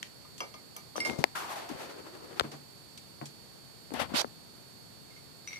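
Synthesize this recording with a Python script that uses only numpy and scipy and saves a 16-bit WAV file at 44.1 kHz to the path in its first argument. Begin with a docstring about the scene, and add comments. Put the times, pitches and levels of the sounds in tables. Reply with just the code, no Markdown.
"""A dry tick, then a paintbrush clinks in a water jar, each touch ringing the glass, close to a hand-held
phone in a quiet room. Hard plastic parts click, things knock on the table and fingers bump the phone.
Friction makes the rest: the brush strokes and swishes to and fro, the hand shifts and slides, a quick
swipe stops dead. Last, a handle chatters in a smaller glass. Under it all lie room rumble, microphone
hiss and a thin electronic whine on the right."""
import sys
import numpy as np
from scipy import signal
from scipy.fft import rfft, irfft
from scipy.io import wavfile

SR = 44100
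rng = np.random.default_rng(int(sys.argv[2]) if len(sys.argv) > 2 else 0)


def store_pcm(level_fs):
    """Save levels as 16-bit WAV."""
    pcm = np.round(np.clip(level_fs, -1, 1) * 32767).astype(np.int16)
    wavfile.write(sys.argv[1], SR, np.atleast_2d(pcm).T)


N = 246519
T = np.arange(N) / SR
HIT_T = T[:SR // 2]  # time axis of one hit
TOP_HZ = 14600


def undb(db):
    """Decibels to gain."""
    return 10 ** (np.asarray(db) / 20)


def unit(x):
    """Scale to rms 1."""
    return x / np.sqrt(np.mean(x ** 2))


def at_hz(curve, hz):
    """Read a dB curve on a log-frequency axis."""
    f, db = np.transpose(curve)
    return np.interp(np.log(hz + 1e-3), np.log(f), db)


def equalise(x, curve):
    """Shape a sound with an EQ curve."""
    return irfft(rfft(x) * undb(at_hz(curve, np.fft.rfftfreq(N, 1 / SR))), N)


def band(x, hz, octaves):
    """Band-pass around a centre."""
    half_width = 2 ** (octaves / 2)
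    edges = np.clip([hz / half_width, hz * half_width], 1, [SR / 3, SR / 2.2])
    return signal.sosfilt(signal.butter(2, edges, "band", fs=SR, output="sos"), x)


def band_noise(hz, octaves):
    """A steady band of noise at rms 1."""
    return unit(band(rng.standard_normal(N), hz, octaves))


def fade(t60):
    """Free decay of a struck thing."""
    return np.exp(-np.log(1000) * HIT_T / t60)


def attack(seconds):
    """The soft onset of a hit."""
    return 1 - np.exp(-HIT_T / seconds)


def mode(hz, t60, phase=0):
    """One decaying resonance."""
    return np.sin(2 * np.pi * hz * HIT_T + phase) * fade(t60)


def burst(hz, octaves, t60):
    """A short rattle of noise, different at each microphone."""
    return unit(band(rng.standard_normal((2, len(HIT_T))), hz, octaves)) * fade(t60)


def pan(db):
    """Stereo gains; pan is always left minus right in dB."""
    return undb(np.array([[db], [-db]]) / 2)


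def add(out, s, hit, lag_s=0):
    """Mix a stereo hit in at time s; it reaches the right microphone lag_s later."""
    for ear, start in enumerate((s, s + lag_s)):
        i = max(int(start * SR), 0)
        out[ear, i:i + len(HIT_T)] += hit[ear, :max(N - i, 0)]


def room(x, wet_db, t60):
    """A faint, short tail from the nearby walls."""
    tail = burst(1080, 8.7, t60) * attack(0.0087)
    tail /= np.sqrt(np.sum(tail ** 2) / 2)
    return x + undb(wet_db) * signal.fftconvolve(x, tail, axes=1)[:, :N]


# noise bed EQ at each microphone: f/Hz, level/dB
BED_LEFT_EQ = [(25, 3), (60, -9), (125, 3.5), (250, -3), (500, -10), (1000, -13.5), (2200, -19.5),
               (3500, -19.5), (6000, -26.5), (10000, -23), (14500, -24)]
BED_RIGHT_EQ = [(25, -18), (70, 0.5), (160, 1.5), (400, 0.5), (1000, -7.5), (3000, -13), (3900, -6),
                (5000, -5), (5900, -14.5), (7000, -10), (8200, -10.5), (9500, -14.5), (14500, -16.5)]
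# slow drift of the whine: t/s, f/Hz
WHINE_DRIFT = [(0.0, 4465), (2.66, 4479), (5.59, 4459)]
# faint steady tones: f/Hz, left level/dB, right level/dB
FAINT_TONES = [(2180, -102, -98), (2295, -98, -106), (3560, -76, -114), (6300, -113, -83),
               (8550, -107, -81)]


def background():
    """Room rumble and microphone hiss, with a drifting electronic whine and a few fainter tones."""
    left = undb(-52.5) * unit(equalise(rng.standard_normal(N), BED_LEFT_EQ))
    right = undb(-53) * unit(equalise(rng.standard_normal(N), BED_RIGHT_EQ))
    whine_hz = np.interp(T, *np.transpose(WHINE_DRIFT)) + 0.48 * band_noise(5.9, 1.6)
    whine = np.sqrt(2) * np.sin(2 * np.pi * np.cumsum(whine_hz) / SR)
    out = np.array([left, right]) + undb([[-78], [-55]]) * whine
    for hz, left_db, right_db in FAINT_TONES:
        out += undb([[left_db], [right_db]]) * band_noise(hz, 0.0014)
    return out


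def gesture(pushes, slowing_t60, release_t60):
    """Speed of a rubbing motion: each push rises, slows while in contact, then lets go."""
    power = 0
    for s, db, rise_s, length_s in pushes:
        age = T - s
        rise = np.clip(age / rise_s, 0, 1)
        decay = np.maximum(age - rise_s, 0) / slowing_t60 + np.maximum(age - length_s, 0) / release_t60
        power += (undb(db) * rise * np.exp(-np.log(1000) * np.minimum(decay, 10))) ** 2
    return np.sqrt(power)


def rub(speed, eq, pan_curve, hollow, hollow_db, bright_db, grain_db):
    """Friction: a dense run of tiny slips, brighter when quick, through a gliding hollow resonance."""
    i, j = np.flatnonzero(speed > undb(-90))[[0, -1]]
    speed_db = 20 * np.log10(np.maximum(speed[i:j] / speed.max(), 0.05))
    tilt_db = bright_db + 0.22 * speed_db  # per octave
    first_hz, last_hz, glide_s = hollow
    hollow_hz = last_hz + (first_hz - last_hz) * np.exp(-T[:j - i] / glide_s)
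    slips = np.repeat(undb(grain_db * rng.standard_normal(N // 32 + 1)), 32)[i:j]
    out, total, power = np.zeros((2, N)), 0, 0
    for hz in np.geomspace(80, 14000, 23):
        resonance_db = hollow_db * np.exp(-(np.log2(hz / hollow_hz) / 0.54) ** 2)
        gain = undb(at_hz(eq, hz) + resonance_db + tilt_db * np.log2(hz / 1000)) * np.sqrt(hz)
        friction = unit(band(slips * rng.standard_normal((2, j - i)), hz, octaves=1 / 3))
        total += gain * unit(pan(at_hz(pan_curve, hz))) * friction
        power += gain ** 2
    out[:, i:j] = total / np.sqrt(power) * speed[i:j]
    return out


# pushes of the gripping fingers and the sliding hand: t/s, level/dB, rise/s, length/s
GRIP_PUSHES = [(.95, -40, 0.018, 0.14), (1.048, -35, 0.0087, 0.2), (1.182, -38.5, 0.0077, .035)]
SLIDE_PUSHES = [(3.93, -36.5, 0.018, 0.08), (3.988, -30, 0.012, 0.035), (4.085, -45, 0.014, 0.076)]
# their EQ: f/Hz, level/dB
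GRIP_EQ = [(59, -48), (100, -4), (238, 4), (713, -3), (2130, -22), (2520, -22), (4580, -20), (14000, -37.5)]
SLIDE_EQ = [(70, 4), (130, -14), (250, 2), (400, -15), (560, -0.5), (900, -3.5), (2000, -8), (3600, -11.5),
            (6500, -26.5), (12000, -26.5), (14000, -44)]
# their resonance sweeps: first f/Hz, last f/Hz, time constant/s
GRIP_SWEEP = (2700, 230, 0.097)
SLIDE_SWEEP = (510, 820, .05)
# their shared stereo image: f/Hz, pan/dB
HAND_PAN = [(150, 54), (400, 3.2), (1300, 9.9), (4400, 8.2), (14000, 14)]


def hand_rubs():
    """Skin friction on the left: the fingers shift their grip, and later the hand slides."""
    speed = gesture(GRIP_PUSHES, slowing_t60=0.69, release_t60=0.35)
    grip = rub(speed, GRIP_EQ, HAND_PAN, GRIP_SWEEP, hollow_db=2.5, bright_db=3, grain_db=2.5)
    speed = gesture(SLIDE_PUSHES, slowing_t60=1, release_t60=0.21)
    slide = rub(speed, SLIDE_EQ, HAND_PAN, SLIDE_SWEEP, hollow_db=2, bright_db=1.7, grain_db=-1)
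    return grip + slide


# finger thuds on the phone: t/s, level/dB, f/Hz, pan/dB
FINGER_BUMPS = [(0.977, -37, 500, 13), (1.09, -26.5, 312, 19.5), (1.097, -29, 235, 25.5),
                (1.107, -35, 104, 8), (1.1872, -25.5, 153, 28), (1.697, -36, 318, 23),
                (1.712, -25.5, 261, 11.5), (2.41, -32, 85, 14), (3.917, -30, 287, 20),
                (3.936, -27, 251, 23), (3.996, -27.5, 570, 27), (4.117, -34, 227, 21),
                (4.139, -26.5, 249, 25), (4.249, -35, 237, 10)]


def finger_bumps():
    """A soft push swings one low resonance with a dull rattle; the finger settles with a weaker push."""
    out = np.zeros((2, N))
    for s, db, hz, pan_db in FINGER_BUMPS:
        thud = mode(hz, t60=0.041) + undb(-9) * burst(hz * 1.24, 2.18, t60=0.041)
        push = undb(db) * pan(pan_db) * attack(0.0027)
        add(out, s, push * thud, lag_s=0.0009)
        settle_s = s + 0.024 * rng.uniform(0.496, 1.5)
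        add(out, settle_s, undb(-13.5) * push * burst(182, 1.86, t60=0.049))
    return out


# modes of the table top: f/Hz, t60/s, level/dB
TABLE_MODES = [(144.3, 0.28, -5.5), (226.5, 0.19, -6.5), (305, 0.097, -3)]
# things set down on it: t/s, level/dB, hardness/(dB per octave)
TABLE_KNOCKS = [(2.44, -34.5, 3), (2.536, -38, -1), (3.215, -33, -0.5)]


def table_knocks():
    """A thing set down swings the table top and scuffs it briefly."""
    out = np.zeros((2, N))
    lowest_hz = TABLE_MODES[0][0]
    for s, db, hardness_db in TABLE_KNOCKS:
        body = sum(undb(mode_db + hardness_db * np.log2(hz / lowest_hz)) * mode(hz, t60)
                   for hz, t60, mode_db in TABLE_MODES)
        scuff = undb(-6) * burst(470, 2.1, t60=0.14)
        knock = (pan(-1) * body + pan(4.5) * scuff) * attack(0.0023)
        add(out, s, undb(db) * knock, lag_s=0.00087)
    return out


# light touches: t/s, level/dB, centre f/Hz, t60/s
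DRY_TICKS = [(0.0286, -25, 2820, 0.012), (0.38, -44, 4540, 0.073), (0.765, -36.5, 9200, 0.03),
             (0.974, -37, 7000, 0.012), (1.691, -40.5, 5600, 0.015), (2.517, -46.5, 3660, 0.11),
             (2.976, -42.5, 4220, 0.059), (3.256, -42.5, 4600, 0.091), (3.938, -36.5, 6400, 0.022)]


def ticks():
    """Light touches give only a dry tick of noise."""
    out = np.zeros((2, N))
    for s, db, hz, t60 in DRY_TICKS:
        add(out, s, undb(db) * burst(hz, 1.9, t60))
    return out


# pushes of the swipe: t/s, level/dB, rise/s, length/s
SWIPE_PUSHES = [(4.131, -25, 0.041, 0.066), (4.19, -27.5, 0.011, .027), (4.208, -31, 0.0094, .009),
                (4.215, -42.5, .004, 0.017)]
# its EQ: f/Hz, level/dB
SWIPE_EQ = [(88, -79), (150, -29), (181, -33), (327, -7.5), (659, 0.5), (1210, -1.5), (1460, -4.5),
            (1580, -5.5), (2740, -8), (3010, -6), (4230, -5), (7340, -15), (8880, -15.5), (14000, -21.5)]
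# its resonance sweep: first f/Hz, last f/Hz, time constant/s
SWIPE_SWEEP = (790, 7100, 0.062)
# its stereo image: f/Hz, pan/dB
SWIPE_PAN = [(60, 12.5), (110, 11.5), (200, 10), (380, -21), (700, -5), (1290, -1), (2380, -4.0),
             (4400, -12), (8120, -11), (15000, 0)]


def swipe():
    """Something rubs quickly past the right microphone, catches and stops dead."""
    speed = gesture(SWIPE_PUSHES, slowing_t60=0.45, release_t60=0.025)
    return rub(speed, SWIPE_EQ, SWIPE_PAN, SWIPE_SWEEP, hollow_db=7, bright_db=1.1, grain_db=1.5)


# modes of small hard plastic parts: f/Hz, t60/s, level/dB
PLASTIC_MODES = [(372, 0.01, -11), (806, 0.0091, -0.5), (2150, 0.0027, 3.5), (3020, 0.00033, 2.5),
                 (4660, 0.0073, -17.5), (6930, 0.002, -12.5), (9800, 0.00047, 0), (12600, 0.00077, -3)]
# their clicks: t/s, level/dB, pitch ratio, high cut/Hz, pan/dB
PLASTIC_CLICKS = [(0.9804, -22, 0.55, 2500, 16), (1.098, -25.5, 1.02, 3800, 14),
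                  (1.2406, -6, 0.977, 13900, 8.5), (2.397, -11.5, 1.7, 11800, 10.5),
                  (2.402, -23.5, 0.91, 7900, 11), (2.4089, -15.5, 0.61, 5800, 9),
                  (3.214, -30, 1.1, 1800, 8), (3.906, -32, 0.5, 2200, 3), (4.245, -19.5, 0.63, 1560, 8.5)]


def plastic_clicks():
    """Hard parts snap together and are damped at once."""
    out = np.zeros((2, N))
    for s, db, ratio, cut_hz, pan_db in PLASTIC_CLICKS:
        # neighbouring modes start in opposite directions
        body = sum((-1) ** k * undb(mode_db) * mode(hz * ratio, t60)
                   for k, (hz, t60, mode_db) in enumerate(PLASTIC_MODES) if hz * ratio < TOP_HZ)
        snap = undb(-9.5) * burst(3100, 1.8, t60=0.0051)
        thud = undb(-21.5) * burst(500, 2.8, t60=0.028)
        # small parts radiate little bass, and a soft contact takes off the treble
        contact = signal.butter(2, [220, cut_hz], "band", fs=SR, output="sos")
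        click = signal.sosfilt(contact, body + snap + thud)
        add(out, s, undb(db) * pan(pan_db) * click, lag_s=0.00045)
    return out


# the run of swishes: start t/s, end t/s, rate/(passes per s)
SWISH_RUN = (1.866, 2.385, 12.1)
# bristle EQ: f/Hz, level/dB
SWISH_EQ = [(120, -21), (350, 3), (700, -5.5), (1300, -7.5), (2200, -16), (5000, -23.5), (14000, -34)]


def brush_swishes():
    """Each pass of the brush swells and dies away between two turns; the bristles catch unevenly."""
    start_s, end_s, rate = SWISH_RUN
    swing = np.sin(np.pi * rate * (T - start_s)) ** 2
    turn_db = -54.5
    pass_db = -47 + 1.7 * band_noise(2.7, 3)  # the passes differ in strength
    speed = undb(turn_db + (pass_db - turn_db) * swing) * ((T > start_s) & (T < end_s))
    catch = undb(2.6 * band_noise(115, 5.2))
    bristles = unit(equalise(catch * rng.standard_normal((2, N)), SWISH_EQ))
    return speed * pan(4) * bristles


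# brush strokes: t/s, level/dB, rise/s, length/s
STROKE_PUSHES = [(1.349, -34.5, 0.0076, 0.17), (1.47, -38, 0.044, 0.063), (1.545, -39.5, 0.021, .12),
                 (1.68, -42.5, 0.014, 0.11), (1.76, -41, 0.05, .1), (1.885, -45, 0.012, 0.03),
                 (2.35, -45, 0.021, 0.032), (2.43, -46, 0.0039, 0.027), (2.51, -47, 0.0083, 0.018)]
# their EQ: f/Hz, level/dB
STROKE_EQ = [(70, -39), (150, -11.5), (300, 2), (500, -4.5), (850, -1.5), (1800, -7.5), (3500, -14.5),
             (7000, -23.5), (14000, -30)]
# their resonance sweep: first f/Hz, last f/Hz, time constant/s
STROKE_SWEEP = (1390, 426, 0.21)
# their stereo image: f/Hz, pan/dB
STROKE_PAN = [(100, -19), (250, 5), (900, 1.5), (2400, 4), (4400, -2), (9000, 3.5)]


def brush_strokes():
    """The bristles rub smoothly, with a hollow tone that sinks and settles."""
    speed = gesture(STROKE_PUSHES, slowing_t60=1, release_t60=0.5)
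    return rub(speed, STROKE_EQ, STROKE_PAN, STROKE_SWEEP, hollow_db=8, bright_db=3.5, grain_db=0)


RIM_RING, WALL_RING = 0.91, 0.94  # share of the ring time left while the handle rests on the glass


def glass_ring(hz, t60, db, hardness_db):
    """Glass modes: a harder contact favours the high ones; each microphone meets them in its own phase."""
    pressed_hz = hz * (1 + 0.0018 * rng.standard_normal(len(hz)))  # the handle's pressure detunes them
    gains = undb(db + hardness_db * np.log2(pressed_hz / 2000))
    phases = rng.uniform(-np.pi, np.pi, (len(hz), 2, 1))
    return sum(gain * mode(f, decay, phase) for f, decay, gain, phase in zip(pressed_hz, t60, gains, phases))


# modes of the smaller glass: f/Hz, t60/s, level/dB
GLASS_MODES = [(2138, 0.1, 6), (2260, 0.066, -1), (2330, .12, -6), (2620, 0.028, 1), (3840, 0.25, -10),
               (5850, 0.092, 4.5), (5700, 0.052, -17), (8600, .04, -13)]
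# handle taps in it: t/s, level/dB, hardness/(dB per octave)
HANDLE_TAPS = [(5.104, -61, -8), (5.164, -58, -5), (5.475, -46, 3), (5.508, -49.5, -6),
               (5.530, -44.5, -3.5), (5.559, -48.5, -3)]


def glass_chatter():
    """A handle chatters in the small glass; every tap rebounds once, weaker and duller."""
    out = np.zeros((2, N))
    hz, t60, mode_db = np.transpose(GLASS_MODES)
    rebound_s, rebound_db, rebound_hardness_db = 0.0097, -2.5, -0.5
    for s, db, hardness_db in HANDLE_TAPS:
        for bounce in range(2):
            ring = glass_ring(hz, t60 * RIM_RING, mode_db, hardness_db + bounce * rebound_hardness_db)
            crack = undb(-1) * burst(2500, 2.5, t60=0.043)
            add(out, s + bounce * rebound_s, undb(db + bounce * rebound_db) * (pan(3.5) * ring + crack))
    return out


# modes of the water jar: f/Hz, t60/s, level at the rim/dB, level at the wall/dB
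JAR_MODES = [(593, 0.097, -18, -49), (1034, 0.065, 0, -54), (1212, 0.16, -3.5, -23), (2122, 0.25, -12, -3),
             (2120, 0.12, -9, -9.5), (2303, 0.21, -15, -15), (2760, 0.032, -4.5, -8), (3250, 0.025, 5, -36),
             (4520, 0.014, -7, -3), (5100, 0.14, -13, -8.5), (5960, 0.13, -1, -37), (6220, 0.053, -22, -28),
             (7950, 0.075, -24, -21), (8570, 0.067, -27, -13), (10830, 0.026, -21, -17)]
# brush hits on it: t/s, level/dB, place (0 rim, 1 wall), hardness/(dB per octave), pan/dB
JAR_CLINKS = [(0.249, -53, 0.18, -8, 7), (.405, -27.5, 0.21, -1.5, 1), (.414, -48, 0.19, -11, 3),
              (.541, -40.5, 0.22, -2, 1), (.764, -38.5, 0.24, -1, -1.5), (.957, -43, 0.075, -14, 3),
              (.963, -46.5, 0.21, 10.5, -7.5), (1.003, -25.5, 1, 1, -0.5), (1.050, -26, 1, -0.6, -3.5),
              (1.131, -39, 0.93, -11, 2)]


def jar_clinks():
    """Each touch of the brush gives a brief crack and rings the water jar."""
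    out = np.zeros((2, N))
    hz, t60, rim_db, wall_db = np.transpose(JAR_MODES)
    choke = np.exp(-(HIT_T / 0.12) ** 2)  # the handle settles against the jar
    for s, db, place, hardness_db, pan_db in JAR_CLINKS:
        ring_share = RIM_RING + place * (WALL_RING - RIM_RING)
        mode_db = rim_db + place * (wall_db - rim_db)
        ring = glass_ring(hz, t60 * ring_share, mode_db, hardness_db) * choke
        crack = undb(-17.5) * burst(3100, 3.4, t60=0.03)
        # a blow from above passes into the table
        thump = undb(-9) * (1 - place) * burst(610, 1.5, t60=0.21)
        add(out, s, undb(db) * (pan(pan_db) * (ring + thump) + crack))
    return out


def scene():
    """The glasses and ticking things stand further off than the hands, so they carry more room."""
    far = ticks() + glass_chatter() + jar_clinks()
    handling = hand_rubs() + finger_bumps() + table_knocks() + swipe() + plastic_clicks()
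    near = handling + brush_swishes() + brush_strokes()
    return background() + room(far, wet_db=-10, t60=0.21) + room(near, wet_db=-32.5, t60=0.53)


def record(dry):
    """The phone cuts the deepest bass, rounds the sharpest peak and cuts the top."""
    low_cut = signal.butter(3, 58, "high", fs=SR, output="sos")
    high_cut = signal.ellip(10, 0.2, 70, TOP_HZ, fs=SR, output="sos")
    rounded = np.tanh(signal.sosfilt(low_cut, dry))
    return signal.sosfilt(high_cut, rounded)


dry = scene()
out = record(dry)
store_pcm(out)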